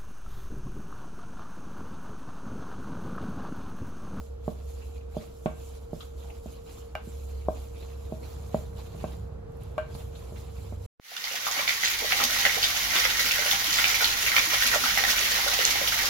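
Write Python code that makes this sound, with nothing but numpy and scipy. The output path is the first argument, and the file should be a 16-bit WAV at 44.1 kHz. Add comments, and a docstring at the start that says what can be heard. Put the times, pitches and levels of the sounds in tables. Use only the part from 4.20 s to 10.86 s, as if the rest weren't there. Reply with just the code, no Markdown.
"""A kitchen counter, stereo microphone close to a glass bowl: a wooden spoon stirs sticky minced meat.
Each stroke pulls the mince apart with a crackle and a squelch. The spoon knocks the glass, mostly
cushioned by meat, and the bowl thumps the counter. Behind it an appliance hums and whines throughout;
farther off, in the second half, a vehicle rumbles past outside, dulled by the walls."""
import sys
import numpy as np
from scipy import signal
from scipy.fft import rfft, irfft, next_fast_len
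from scipy.io import wavfile
from scipy.ndimage import uniform_filter1d, map_coordinates

SR = 44100
rng = np.random.default_rng(int(sys.argv[2]) if len(sys.argv) > 2 else 0)


def unload_audio(sound):
    """Save the sound as a 16-bit wav file, at the path given as the first command line argument."""
    columns = np.transpose(np.atleast_2d(sound))
    # keep every value between -1 and 1, then stretch to whole-number steps
    steps = np.round(np.clip(columns, -1, 1) * 32767)
    wavfile.write(sys.argv[1], SR, steps.astype(np.int16))


N = 293814

# spoon strokes through the mince: t/s, length of push/s, crackle level/dB, squelch level/dB
STROKES = [(-0.1, 0.12, -58.5, -60.5), (0.234, 0.074, -57.5, -54), (.43, 0.23, -56, -58.5),
           (.7, .03, -64, -56), (0.923, .1, -55, -51.5), (1.1, 0.19, -59.5, -77), (1.345, .2, -54, -55),
           (1.7, .13, -56, -54.5), (1.95, 0.19, -57.5, -55), (2.21, 0.13, -56, -54),
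           (2.445, 0.15, -54.5, -52.5), (2.82, .25, -54.5, -55), (3.06, 0.27, -59, -55),
           (3.279, 0.17, -55, -52.5), (3.535, .15, -56.5, -51), (3.77, 0.044, -56.5, -56),
           (3.905, 0.029, -57, -54.5), (4.0, 0.31, -54.5, -53.5), (4.31, 0.057, -52, -50),
           (4.525, 0.11, -55.5, -52), (4.72, 0.21, -55.5, -51.5), (5.31, .05, -67, -67),
           (5.4, 0.015, -58, -57), (5.575, 0.022, -67.5, -55), (5.698, 0.098, -52.5, -50.5),
           (5.91, 0.18, -56, -51), (6.13, 0.077, -54, -51), (6.32, 0.17, -56, -52), (6.57, .1, -58, -56.5)]
# spectra of the sticky crackle and the wet squelch: f/Hz, level/dB
CRACKLE_SPECTRUM = [(1500, -51), (3000, -2.5), (4300, -3), (5600, -1.5), (7300, 4), (8100, -4.5),
                    (9800, -3), (11300, 1.5), (13000, -4.5), (15500, -4)]
SQUELCH_SPECTRUM = [(300, 10), (700, 8.5), (1200, 4.5), (1800, -4), (2400, 2), (3200, -1), (4200, 0.5),
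                    (5500, -9.5), (8000, -26)]
# air squeezed out of pockets in the meat: t/s, level/dB, f/Hz, decay/s
SQUISHES = [(0.615, -52.5, 2600, 0.023), (0.806, -50, 2544, .006), (0.942, -42, 650, 0.014),
            (1.8, -47, 1220, .03), (1.804, -39, 3410, 0.013), (1.805, -58, 4800, .02),
            (2.041, -49, 705, 0.026), (2.09, -44.5, 730, 0.017), (2.099, -43.5, 2480, 0.0074),
            (5.741, -46.5, 4300, 0.016), (5.746, -51, 10700, 0.019), (5.951, -49, 3742, 0.017)]
# strands of meat snapping off the spoon: t/s, level/dB
SNAPS = [(5.320, -59), (5.371, -52), (5.411, -52), (5.435, -47)]
# spoon on bowl: t/s, level/dB, contact bandwidth/Hz, thump/dB, rim note/dB, ring time factor, clack/dB
KNOCKS = [(0.2790, -20, 557, 3, -8, 0.54, -31), (0.9672, -23, 465, 3.5, 2, 0.38, -34),
          (1.2590, -23, 668, 9, -3, 1.84, -6.5), (1.7312, -26, 476, 4, -7, 0.24, -32),
          (2.2589, -40.5, 460, 12, 6.5, .5, -43), (2.7529, -31, 2000, -9, -0.5, 0.72, -0.5),
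          (2.8726, -41, 287, 13.5, -5, .5, -34), (3.2849, -7, 524, -17.5, -7.5, 0.43, -51),
          (3.9227, -28, 493, 7, -1.5, 1, -33), (4.3446, -14, 570, -3, -0.5, 0.26, -30),
          (4.748, -43.5, 586, 10, -5, 0.28, -31), (4.841, -23.5, 670, 2, -3, 0.57, -16),
          (5.58, -23, 1170, -10.5, 0.5, 1.16, -6.5), (5.75, -40, 497, 6, -18, 0.39, -2),
          (6.122, -40.5, 418, 8.5, 1, 0.55, -28), (6.5240, -32.5, 564, 2, -12, 0.7, -29)]
# modes of the bowl (rim note first) and the counter: f/Hz, level/dB, t60/s, left over right/dB
GLASS_MODES = [(626, 2, 0.14, 2), (724, -5.5, 0.068, 6), (890, -8, 0.016, -7), (1082, 1, 0.027, 8.5),
               (1393, -13.5, 0.093, -7), (1563, -9.5, 0.17, 17.5), (2350, 6.5, 0.024, -7),
               (2860, -4.5, 0.16, -7)]
COUNTER_MODES = [(166, -6.5, 0.072, -4.5), (219.4, -7, 0.065, -3.5), (340, -9, 0.029, -6.5),
                 (443, -6, 0.028, -8.5), (586, -8.5, 0.054, -11)]
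# bare wood on glass: f/Hz, level/dB
CLACK_SPECTRUM = [(300, -16), (800, 9.5), (1200, 5), (1800, -7.5), (2350, -0.5), (2950, -5), (3500, -13),
                  (4500, -21), (5500, -48), (7200, -18), (8500, -47), (15000, -52)]
# the appliance's low drone: t/s, level/dB
DRONE_LEVELS = [(0.0, -37), (0.05, -41), (0.61, -38.5), (0.96, -40.5), (1.04, -52), (1.41, -41),
                (1.78, -48), (1.98, -39.5), (2.52, -53), (3.17, -34.5), (3.65, -41.5), (5.23, -46),
                (6.57, -41), (6.66, -39)]
# the vehicle passing outside: t/s, engine f/Hz, engine level/dB, road level/dB
VEHICLE_PASS = [(0, 34.03, -79, -78), (3.2, 35.96, -56.5, -61), (4.05, 34.2, -52, -44.5),
                (4.6, 33.59, -40, -45), (5.1, 33.9, -43, -44), (5.5, 32.83, -42, -44),
                (6.1, 31.8, -47.5, -46), (6.66, 31.6, -46, -51)]
# engine harmonics: multiple of the engine frequency, level/dB
ENGINE_ORDERS = [(2, 0), (3, -0.5), (4, -8.5), (5, -12.5), (6, -11.5)]
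# road rumble from indoors, and the room tone: f/Hz, level/dB
ROAD_SPECTRUM = [(40, -16.5), (90, 8), (130, 2.5), (190, -8.5), (280, -15), (400, -11.5), (800, -18.5),
                 (1300, -24), (2000, -34.5), (5000, -64)]
ROOM_SPECTRUM = [(20, -30), (35, -2), (60, -1), (85, -2), (130, -10), (250, -17.5), (600, -23), (900, -28),
                 (1350, -29), (1900, -48), (4000, -46), (15000, -62)]
# likeness of the microphone's two channels: f/Hz, correlation
STEREO_LIKENESS = [(60, 1), (150, 0.76), (300, 1), (450, 0), (700, 0.63), (1300, 0), (4000, 0.27),
                   (12000, 0)]
# the kitchen's reverberation: f/Hz, t60/s
KITCHEN_T60 = [(150, 0.37), (500, 0.25), (2500, 0.37), (7000, 0.28), (15000, 0.21)]


def meat():
    """Close up, mince parts in a fine crackle over a lower squelch; it sticks and gives unevenly."""
    sticky, wet = stirring() * amp(-0.2 * wobble(22))
    sticky = sticky * amp(1.05 * wobble(35))
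    crackle = patchy(spread(pops(per_s=8000, size_db=7.0), CRACKLE_SPECTRUM), depth_db=2.5)
    wet = wet * amp(2.05 * wobble(30))
    squelch = patchy(spread(pops(per_s=2800, size_db=4.5), SQUELCH_SPECTRUM), depth_db=3.0)
    return in_kitchen(at_bowl(sticky * crackle + wet * squelch), wet_db=-11)


def stirring(settle_crackle_db=-81, settle_squelch_db=-75):
    """Crackle and squelch strength: strokes add in power to the faint settling of the mince."""
    power = amp([[settle_crackle_db], [settle_squelch_db]]) ** 2
    for s, push_s, crackle_db, squelch_db in STROKES:
        power = power + (amp([[crackle_db], [squelch_db]]) * stroke(s, push_s)) ** 2
    return np.sqrt(power)


def stroke(s, push_s, grip_s=0.024, yield_s=0.048, let_go_s=0.13, sag_db_per_s=20):
    """Effort of one stroke: the spoon takes hold, pushes while easing off, and the mince lets go."""
    t = np.arange(N) / SR - s
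    grip = (1 + np.tanh((t - grip_s) / yield_s)) / 2
    fade = (np.maximum(t - push_s, 0) / let_go_s) ** 1.3
    return grip * amp(-sag_db_per_s * np.maximum(t, 0)) * np.exp(-fade)


def pops(per_s, size_db):
    """Tiny wet films burst at random, a few large among many small."""
    chance, size = rng.random((2, N)), rng.standard_normal((2, N))
    bursts = (chance < per_s / SR) * np.sign(size)
    return unit(bursts * amp(size_db * np.minimum(np.abs(size), 2.5)))


def patchy(pair, depth_db):
    """Narrow bands swell and dip at random for a few hundredths of a second, making the sound patchy."""
    bands = signal.stft(pair, nperseg=512)[2]
    lift = uniform_filter1d(rng.standard_normal(bands.shape[1:]), size=6, axis=0)
    lift = unit(uniform_filter1d(lift, size=4, axis=1))
    return unit(signal.istft(bands * amp(depth_db * lift), nperseg=512)[1][:, :N])


def squishes(sharpness=7, rise_s=0.004):
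    """Air pockets sputter at their own pitch, and single strands snap."""
    out, t = np.zeros((2, N)), np.arange(SR // 5) / SR
    for s, db, hz, decay_s in SQUISHES:
        sputter = filtered(noise_pair(len(t)), lambda f: resonance(f, hz, 2 * hz / sharpness) ** 2)
        add(out, amp(db) * unit(sputter) * (1 - np.exp(-t / rise_s)) * np.exp(-t / decay_s), s)
    for s, db in SNAPS:
        snap = filtered(noise_pair(len(t)), lambda f: resonance(f, 10600, 6000) ** 2)
        add(out, amp(db) * unit(snap) * np.exp(-t / 0.0015), s)
    return in_kitchen(out, wet_db=-11)


def knocks(clack_t60=0.033, low_cut_hz=90, right_lag_s=0.00005):
    """Spoon hits glass; meat between them lengthens the contact, dulling the blow, and damps the ring."""
    out, t = np.zeros((2, N)), np.arange(SR // 2) / SR
    lead = SR // 100
    for s, db, contact_hz, thump_db, rim_db, t60_factor, clack_db in KNOCKS:
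        # a blow high on the wall drives the rim note harder
        rim = amp(rim_db) * ring(GLASS_MODES[:1], t, t60_factor)
        glass = rim + ring(GLASS_MODES[1:], t, t60_factor)
        # the bowl pushes on the counter at the same instant
        body = glass + amp(thump_db) * ring(COUNTER_MODES, t)
        # bare wood adds a dry clack that opens with a fine tick
        clack = spread(noise_pair(len(t)), CLACK_SPECTRUM) * amp(-60 * t / clack_t60)
        tick = amp(-10) * noise_pair(len(t)) * np.exp(-t / 0.0006)
        body, wood = np.pad([-body, clack + tick], ((0, 0), (0, 0), (lead, 0)))
        # a bell-shaped force pulse; slow motion radiates poorly; the left capsule hears it first
        pulse = lambda f: np.exp(-0.5 * (f / contact_hz) ** 2 - 1j * np.pi * f / contact_hz)
        radiation = lambda f: 1j * f / (low_cut_hz + 1j * f)
        arrival = lambda f: np.exp(-2j * np.pi * f * np.array([[0], [right_lag_s]]))
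        blow = in_kitchen(filtered(body, lambda f: pulse(f) * radiation(f) * arrival(f)), wet_db=-10)
        wood = in_kitchen(at_bowl(wood), wet_db=-2.5)
        add(out, amp(db) * (blow + amp(clack_db) * wood), s - lead / SR)
    return out


def ring(modes, t, t60_factor=1, scatter_db=0.76, detune=0.0056):
    """Modes decay from one push; the shifting meat loads them a little differently each time."""
    out = 0
    for hz, db, t60, side_db in modes:
        level_draw, pitch_draw = rng.standard_normal(2)
        envelope = amp(db + scatter_db * level_draw - 60 * t / (t60 * t60_factor))
        out += pan(side_db) * envelope * np.cos(2 * np.pi * hz * (1 + detune * pitch_draw) * t)
    return out


def appliance(drone_hz=68.7, mains_hz=59.4, whine_hz=462.3):
    """A swelling drone beats against mains hum; a fan whines in a narrow skirt of noise."""
    tone = lambda hz, db: amp(db) * np.sqrt(2) * np.exp(2j * np.pi * np.cumsum(hz) / SR)
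    drone = tone(drone_hz + 0.5 * wobble(4.05), db=curves(DRONE_LEVELS)[0])
    mains = tone(mains_hz + 0.7 * wobble(4), db=-50.5 + 2 * wobble(4))
    fan = tone(whine_hz + 1.41 * wobble(15), db=-49 + 0.81 * wobble(2.46))
    skirt = unit(filtered(rng.standard_normal(N), lambda f: resonance(f, whine_hz, width_hz=55)))
    whine = fan + amp(-55) * signal.hilbert(skirt)
    # both sounds meet the two capsules out of step
    capsules = lambda x, radians: (x * np.exp(1j * np.array([[0], [radians]]))).real
    return pan(-1.9) * capsules(drone + mains, -0.2) + pan(-1.4) * capsules(whine, 2.155)


def vehicle():
    """Outside, engine orders and road rumble swell and fade, dulled by the walls."""
    hz, engine_db, road_db = curves(VEHICLE_PASS)
    phase = 2 * np.pi * np.cumsum(hz + 0.27 * wobble(6)) / SR
    engine = unit(sum(amp(db + 3.4 * wobble(1.826)) * np.sin(k * phase) for k, db in ENGINE_ORDERS))
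    road = spread(noise_pair(N), ROAD_SPECTRUM)
    return pan(-2.1) * (amp(engine_db) * engine + amp(road_db) * road)


def room_tone(level_db=-48):
    """The steady low rush of the room, all round the microphone."""
    return pan(0.14) * amp(level_db) * spread(noise_pair(N), ROOM_SPECTRUM)


def in_kitchen(x, wet_db, build_s=0.0009):
    """The direct sound plus a diffuse tail from the walls."""
    hz, t, bands = signal.stft(noise_pair(SR // 2), SR, nperseg=256)
    envelope = amp(-60 * t / along(KITCHEN_T60, hz)[:, None]) * (1 - np.exp(-t / build_s))
    tail = signal.istft(bands * envelope, SR, nperseg=256)[1]
    reverb = signal.fftconvolve(x, tail / np.linalg.norm(tail[0]), axes=1)
    return x + amp(wet_db) * reverb[:, :x.shape[-1]]


def at_bowl(x):
    """The bowl stands a little right of the microphone's axis."""
    return pan(-2.3) * x


def spread(pair, spectrum):
    """Two unrelated signals coloured and mixed to stereo of rms 1: alike in the bass, wide on top."""
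    def response(hz):
        angle = np.arccos(along(STEREO_LIKENESS, hz)) / 2
        return amp(along(spectrum, hz)) * [np.cos(angle), np.sin(angle)]
    mid, side = filtered(pair, response)
    return unit(np.array([mid + side, mid - side]))


def amp(db):
    """Decibels to gain."""
    return 10 ** (np.asarray(db) / 20)


def unit(x):
    """Scaled to rms 1."""
    return x / np.sqrt(np.mean(x ** 2) + 1e-20)


def pan(db):
    """Channel gains, left over right by db."""
    return amp(np.array([[db], [-db]]) / 2)


def along(points, hz):
    """Read (f/Hz, value) points on a log axis."""
    f, values = np.transpose(points)
    return np.interp(np.log(hz + 1), np.log(f + 1), values)


def curves(rows):
    """One value per sample for each column after the time."""
    s, *columns = np.transpose(rows)
    return [np.interp(np.arange(N) / SR, s, column) for column in columns]


def noise_pair(n):
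    """Two unrelated white noises."""
    return rng.standard_normal((2, n))


def wobble(rate):
    """A smooth random curve, rate knots a second."""
    return map_coordinates(rng.standard_normal(1024), [np.arange(N) * rate / SR], mode="mirror")


def filtered(x, response):
    """x through a frequency response."""
    n = x.shape[-1]
    size = next_fast_len(n + 8192)
    return irfft(rfft(x, size) * response(np.fft.rfftfreq(size, 1 / SR)), size)[..., :n]


def resonance(f, centre_hz, width_hz):
    """Causal response of one resonance."""
    return 1j * f * width_hz / (centre_hz ** 2 - f ** 2 + 1j * f * width_hz)


def add(track, sound, s):
    """Mix a sound into the track at time s."""
    start = max(round(s * SR), 0)
    track[:, start:start + sound.shape[-1]] += sound[..., :N - start]


def scene():
    """Bowl and meat at the microphone, kitchen and road behind."""
    return knocks() + meat() + squishes() + appliance() + vehicle() + room_tone()


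def record(dry):
    """The recorder keeps nothing above its band limit."""
    top_hz = 15600
    return filtered(dry, lambda hz: 1 / (1 + np.minimum(hz / top_hz, 2) ** 200))


dry = scene()
out = record(dry)
unload_audio(out)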